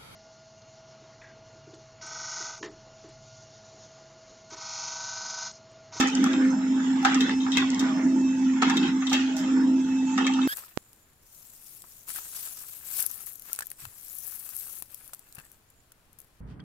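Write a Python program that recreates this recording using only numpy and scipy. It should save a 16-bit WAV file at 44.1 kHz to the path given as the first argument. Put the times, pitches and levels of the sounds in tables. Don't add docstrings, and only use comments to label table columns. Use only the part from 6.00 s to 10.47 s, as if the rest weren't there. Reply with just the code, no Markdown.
import sys
import numpy as np
from scipy import signal
from scipy.fft import rfft, irfft
from scipy.io import wavfile
from scipy.ndimage import uniform_filter1d

SR = 44100
rng = np.random.default_rng(int(sys.argv[2]) if len(sys.argv) > 2 else 0)


def magnitude_from_level(level_db):
    exponent = np.asarray(level_db, float) / 20
    return 10 ** exponent


def to_wav(sig):
    pcm = np.clip(np.atleast_2d(sig), -1, 1) * 32767
    pcm = np.round(pcm).astype(np.int16)
    wavfile.write(sys.argv[1], SR, pcm.T)


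N = 197347
LAG_S = 4 / SR

# (time [s], motor note level [dB], gear growl level, mean taken off later [dB])
DRIVE_EFFORT = [(0, -20, -27), (.11, -27.5, -51), (.19, -19, -30.5), (.38, -25, -33), (.44, -22.5, -41),
                (.68, -27, -41), (.74, -23, -36.5), (.83, -26.5, -49.5), (.94, -22, -49.5),
                (1.13, -26, -41), (1.22, -19.5, -32), (1.29, -27.5, -44.5), (1.51, -23.5, -48.5),
                (1.59, -20, -28.5), (1.69, -27.5, -51), (1.85, -22, -29), (1.91, -25.5, -37.5),
                (2.19, -21.5, -36.5), (2.48, -22, -46), (2.61, -26, -47), (2.68, -22, -34),
                (2.74, -26, -39.5), (2.8, -18.5, -27), (3.05, -26.5, -44.5), (3.15, -22.5, -34),
                (3.24, -24, -51.5), (3.37, -28.5, -49.5), (3.6, -21.5, -33.5), (3.79, -21.5, -32.5),
                (3.87, -24, -43.5), (4.47, -25.5, -43.5)]
# (pitch [Hz], width before scaling [Hz], relative level [dB])
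CASING_RINGS = [(330, 20, 14.5), (560, 23, -1.5), (806.5, 39, 13.5), (998, 150, -7), (1250, 118, 9),
                (1366, 100, -0.5), (1800, 81, 5.5), (2124, 150, 6.5), (2613, 52, 8), (3200, 68, 11.5),
                (3700, 140, 13)]


def evened(x):
    return x / np.sqrt(np.mean(x ** 2) + 1e-20)


def read(points, hz):
    f, value = np.transpose(points)
    return np.interp(np.log(hz + 1), np.log(f + 1), value)


def curve(rows, t, order=1):
    rows = np.array(rows)
    return np.interp(t, rows[:, 0], rows[:, order])


def band(x, lo_hz, hi_hz, order=4):
    limits = [lo_hz, min(hi_hz, .45 * SR)]
    return signal.sosfilt(signal.butter(order, limits, "bandpass", fs=SR, output="sos"), x)


def resonate(x, hz, width):
    r = np.exp(-np.pi * width / SR)
    return 2 * signal.lfilter([1 - r], [1, -r * np.exp(2j * np.pi * hz / SR)], x).real


def wander(rate_hz):
    knots = rng.standard_normal(int(N / SR * 100) + 2)
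    slow = signal.filtfilt(*signal.butter(2, np.clip(rate_hz / 50, .01, .9)), knots)
    return evened(np.interp(np.arange(N) / SR * 100, np.arange(len(knots)), slow))


def noise(field_db, size, patchy_db, flicker_db):
    # (frequency [Hz], likeness [0 to 1])
    likeness = [(25, .4), (80, 0.96), (200, 0.97), (500, 0.91), (1100, 0.057), (7800, 0.18)]
    hop = size // 4
    frames, hz = N // hop + 5, np.fft.rfftfreq(size, 1 / SR)
    t = np.arange(frames) * hop / SR
    a, b, c, d, patches = rng.standard_normal((frames, len(hz), 5)).T
    flicker = evened(uniform_filter1d(patches, size=len(hz) // 2, axis=0))
    patches = uniform_filter1d(patches, size=3, axis=0)
    patches = evened(uniform_filter1d(patches, size=14, axis=1))
    same = np.clip(read(likeness, hz), -1, 1)[:, None]
    left = a + 1j * b
    right = same * left + np.sqrt(1 - same ** 2) * (c + 1j * d)
    level_db = field_db(hz[:, None], t) + patchy_db * 2 * np.tanh(patches / 2) + flicker_db * flicker
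    spectra = np.array([left, right]) * magnitude_from_level(level_db)
    return signal.istft(spectra, nperseg=size, noverlap=size - hop)[1][:, :N]


def motor():
    # (time [s], lower whine [dB], upper whine [dB])
    whine_levels = [(0, -41, -57), (.3, -82, -59), (.55, -59, -54), (.9, -63, -59.5), (1.35, -47.5, -53),
                    (1.55, -85, -52.5), (2.05, -66.5, -56), (2.28, -49.5, -65), (2.52, -59.5, -64),
                    (2.8, -47, -52), (3.1, -76, -69.5), (3.6, -65, -53.5), (3.95, -53, -80),
                    (4.47, -48, -61)]
    # (lower [Hz], upper [Hz])
    whine_pitches = (2624.9, 5249.2)
    hum_hz = 262.35
    waver_db, waver_hz = 1.5, 5.4
    t = np.arange(N) / SR
    note_db = curve(DRIVE_EFFORT, t) + waver_db * wander(waver_hz)
    note_phase = 2 * np.pi * hum_hz * t + 0.23 * wander(rate_hz=18)
    out = np.sqrt(2) * magnitude_from_level(note_db) * np.cos(note_phase) * np.ones((2, 1))
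    ahead = t + np.array([[LAG_S], [0]])
    for k, hz in enumerate(whine_pitches):
        level_db = curve(whine_levels, t, order=k + 1) + 3.2 * wander(rate_hz=25)
        phase = 2 * np.pi * hz * ahead + .9 * wander(rate_hz=30)
        out += np.sqrt(2) * magnitude_from_level(level_db) * np.cos(phase)
    return out


def rumble():
    # (frequency [Hz], relative level [dB])
    cabinet = [(20, -54.5), (60, -37), (100, -22), (130, -25.5), (200, -3.5), (260, -0.5), (300, -3),
               (380, -19.5), (450, -29), (570, -58), (800, -101.5)]

    def boom_db(hz, t):
        growl_db = curve(DRIVE_EFFORT, t, order=2)
        growl_share = np.interp(hz, [180, 320], [.15, 1])
        return read(cabinet, hz) + (growl_db - growl_db.mean()) * growl_share

    return magnitude_from_level(-32.0) * evened(noise(boom_db, size=2048, patchy_db=3.5, flicker_db=1.5))


def fan():
    # (frequency [Hz], relative level [dB per Hz])
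    hiss_colour = [(400, -33.5), (600, -25), (900, 3.5), (1100, -16.5), (1700, -14.5), (2300, -13.5),
                   (3800, -9), (4150, -10.5), (4900, -14), (5300, -7.5), (6600, -4), (7600, -5.5),
                   (8400, -28.5), (9000, -101.5), (10000, -40), (16000, -31.5)]
    # (pitch [Hz], width [Hz], mean level [dB], swing [dB], loudest at [s])
    gear_notes = [(524, 4, -63.5, 10, 0.48), (641, 15, -65, 11, 0.39), (883, 10, -54, 4.5, 1)]
    hiss_db, sheet_s = -47.5, 1.563

    def hiss_field_db(hz, t):
        return read(hiss_colour, hz) + 0 * t

    out = magnitude_from_level(hiss_db) * evened(noise(hiss_field_db, size=1024, patchy_db=9.0, flicker_db=1.0))
    t = np.arange(N) / SR
    for hz, width, db, swing_db, loudest in gear_notes:
        swell_db = swing_db * np.cos(2 * np.pi * (t - loudest) / sheet_s)
        level_db = db + swell_db + 3.95 * wander(rate_hz=4.8)
        out += magnitude_from_level(level_db) * evened(resonate(rng.standard_normal(N), hz, width))
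    return out


def in_round(rows, t, order=1):
    # (time [s], added rustle level [dB], added brightness [dB per octave], body in the lows [dB])
    sheets = np.array([(-.518, 4, 1, -4), (1.049, 0, 1.9, -4), (2.619, -0.2, 2.5, -3.5),
                       (4.177, -3.5, 0, -1.5)])
    sheet = sheets[np.searchsorted(sheets[:, 0], t, "right") - 1].T
    return curve(rows, t - sheet[0], order=order), sheet


def slide(t, order):
    # (time after the start [s], level [dB], brightness [dB per octave])
    common_round = [(0, -29.5, 7.5), (.012, -24, -3), (.14, -32.5, -4), (.27, -35, -0.5), (.32, -44.5, -7),
                    (.45, -40, -7.5), (.49, -47, 11), (.53, -29.5, 0.5), (.65, -39, -0.5), (.85, -38.5, -3),
                    (1.02, -42.5, -18), (1.2, -46.5, -5.5), (1.5, -42.5, -4.5)]
    common_db, sheet = in_round(common_round, t, order=order)
    return common_db + sheet[order]


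def paper():
    # (frequency [Hz], relative level [dB per Hz])
    paper_colour = [(240, -23), (400, 4.5), (623, -14), (855, 0.5), (1510, -1), (1970, -1), (2330, -7),
                    (3490, -4), (4170, -14.5), (7370, -19.5), (8260, -39.5), (10700, -63), (18200, -120)]

    def tilt_db(hz, t):
        sheet = in_round([(0, 0)], t)[1]
        body_db = sheet[3] * np.clip(np.log2(1500 / (hz + 1)), 0, 1)
        bright_db = slide(t, order=2) * np.clip(np.log2(hz / 1600 + .01), 0, 1.2)
        return read(paper_colour, hz) + body_db + bright_db

    rustle = evened(noise(tilt_db, size=768, patchy_db=7.0, flicker_db=1.5))
    ticks, t = 0, np.arange(N) / SR
    for hz, width, db in CASING_RINGS:
        strength = magnitude_from_level(7 * np.minimum(rng.exponential(1, (2, N)), 4))
        taps = strength * (rng.random((2, N)) < 150 / SR)
        ticks = ticks + magnitude_from_level(db + tilt_db(hz, t)) * resonate(taps, hz, 0.5 * width) / width
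    ticks = magnitude_from_level(-7.5) * evened(band(ticks, 280, 5900))
    return evened(rustle + ticks) * magnitude_from_level(slide(t, order=1))


def clicks():
    # (time [s], ring peak [dB], loudest ring [Hz], treble peak [dB], air peak [dB])
    click_list = [(.003, -14, 1890, -15, -35), (0.073, -48, 3700, -22.5, -49),
                  (0.152, -42, 6030, -19.5, -89), (.241, -17.5, 1250, -20, -35.5),
                  (0.262, -17, 1310, -32, -57), (.332, -24, 2800, -30, -76), (1.029, -22, 940, -34, -48),
                  (1.0491, -5.5, 1250, -19, -41), (1.118, -19, 1250, -54, -96),
                  (1.145, -21.5, 1800, -18.5, -54), (1.207, -15.5, 3700, -21, -41),
                  (1.294, -20, 1800, -31.5, -89), (1.404, -28, 3700, -60, -62),
                  (1.465, -21, 1165, -58, -69), (1.519, -20, 3780, -26, -75),
                  (1.571, -10, 2560, -16.5, -36.5), (1.703, -37.5, 3700, -25, -66),
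                  (1.746, -33.5, 5800, -25, -82), (1.794, -23.5, 3760, -21, -39),
                  (2.623, -8, 1450, -22, -49), (2.698, -15.5, 1800, -21, -45),
                  (2.77, -14.5, 3700, -22, -40), (2.826, -21.5, 2900, -46, -85),
                  (2.878, -27, 1800, -34, -56), (3.021, -22.5, 1530, -63, -87),
                  (3.069, -19.5, 3700, -26, -58), (3.097, -27, 3700, -26, -48),
                  (3.116, -18, 1030, -43, -44), (3.13, -13, 2520, -15.5, -33),
                  (3.367, -35.5, 3340, -27, -38), (4.179, -14.5, 1260, -26, -48.5),
                  (4.245, -21, 2900, -45, -73), (4.267, -14.5, 2140, -21.5, -49),
                  (4.337, -25.5, 3200, -28, -86), (4.416, -24.5, 3600, -65, -78)]
    # (pitch, give or take 5 % [Hz], width [Hz])
    latch = [(5800, 780), (7200, 5100)]
    # (time after the start [s], level [dB])
    rattle_levels = [(0, -13), (.16, -7.5), (.22, 26), (.38, 0), (.47, -3), (.56, 2), (.7, -20),
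                     (.75, 12.5), (.95, -10), (1.5, -8.5)]
    thud_db, thud_t60_s = -10, 0.067
    out, t = np.zeros((2, N + 16000)), np.arange(16000) / SR
    first = magnitude_from_level(-60 * t / 0.032)
    second = magnitude_from_level(-60 * (t - .005) / 0.07) * (t > .005)
    for s, ring_db, hz, treble_db, air_db in click_list:
        a, b = rng.standard_normal((2, len(t)))
        a[0] = b[0] = 12
        burst = np.array([a, 0.019 * a + 0.67 * b])
        grit_db = 5.6 * np.repeat(rng.standard_normal(len(t) // 100), repeats=100)
        blow = first + min(magnitude_from_level(ring_db + 11.5), .8) * second
        rattle = magnitude_from_level(in_round(rattle_levels, s)[0] + grit_db - 60 * t / 0.22)
        chatter = (burst + 0.055 * a) * (blow + rattle)

        ring = 0
        for f, w, d in CASING_RINGS:
            near = magnitude_from_level(d - 17.0 * abs(np.log2(f / hz)))
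            twice = resonate(resonate(chatter, f, 2.7 * w), f, 2.7 * w)
            ring = ring + near * twice / np.sqrt(w)
        knock_gain = magnitude_from_level(-3) * ring[:, :500].std() / chatter[:, :500].std()
        ring += knock_gain * resonate(chatter, 1.3 * hz, .9 * hz)

        crack = burst * (blow ** 2 + magnitude_from_level(-3.5 - 60 * t / 0.43) * rattle)
        bright = .25 * crack
        for f, w in latch:
            bright = bright + resonate(crack, f * rng.uniform(.95, 1.05), w)
        parts = [(ring_db, band(ring, 370, 4500)),
                 (treble_db, band(bright, 4300, 7900, order=10)),
                 (air_db, band(crack, 9450, 15800, order=8))]

        place = out[:, round(s * SR):][:, :len(t)]
        place += magnitude_from_level(air_db + thud_db - 60 * t / thud_t60_s) * evened(band(burst, 25, 120))
        for db, part in parts:
            place += magnitude_from_level(db - 11.5) * part / part[:, :500].std()
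    return out[:, :N]


def scuffs():
    # (time [s], middle pitch, about [Hz], level before the swell [dB])
    scuff_list = [(.4, 1800, -38.5), (1.791, 1244, -35), (1.97, 1780, -40), (2.548, 1800, -41),
                  (3.385, 1026, -50.5), (3.54, 1460, -42.5)]
    scuff_s = 0.11
    out = np.zeros((2, N))
    for s, hz, db in scuff_list:
        u = np.arange(round(2 * scuff_s * SR)) / (scuff_s * SR)
        rough_db = 2.7 * np.repeat(rng.standard_normal(len(u) // 150 + 1), repeats=150)[:len(u)]
        grain = rng.standard_normal((2, len(u))) * magnitude_from_level(rough_db)
        grain = grain + 0.24 * grain[::-1]
        swell = magnitude_from_level(db) * np.sqrt(u) * np.exp(-1.6 * u ** 2)
        for f in hz * np.array([.8, 1, 1.17]) * rng.uniform(1.0, 1.03, size=3):
            turn = np.exp(2j * np.pi * np.cumsum(f * (1 - 0.047 * u)) / SR)
            slow = signal.lfilter([1], [1, -np.exp(-np.pi * 90 / SR)], grain / turn)
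            tone = evened(band((slow * turn).real, hz / 2, hz * 2))
            out[:, round(s * SR):][:, :len(u)] += swell * tone
    return out


def scene():
    return motor() + rumble() + fan() + paper() + clicks() + scuffs()


def band_limit(x):
    return signal.sosfilt(signal.butter(12, 16100, fs=SR, output="sos"), x)


def record(dry):
    # (frequency [Hz], left minus right [dB])
    port_lean = [(40, 2.5), (200, -1), (400, -1.5), (780, -8.5), (1540, -1), (3470, 0.5), (6000, -6),
                 (8000, -8), (9000, 8.5), (13000, -5.5)]
    hz = np.fft.rfftfreq(N, 1 / SR)
    lean = magnitude_from_level(read(port_lean, hz) / 2)
    left = lean * np.exp(-2j * np.pi * hz * LAG_S)
    right = 1 / lean
    ports = irfft(rfft(dry) * np.array([left, right]), N)
    return band_limit(ports)


dry = scene()
out = record(dry)
to_wav(out)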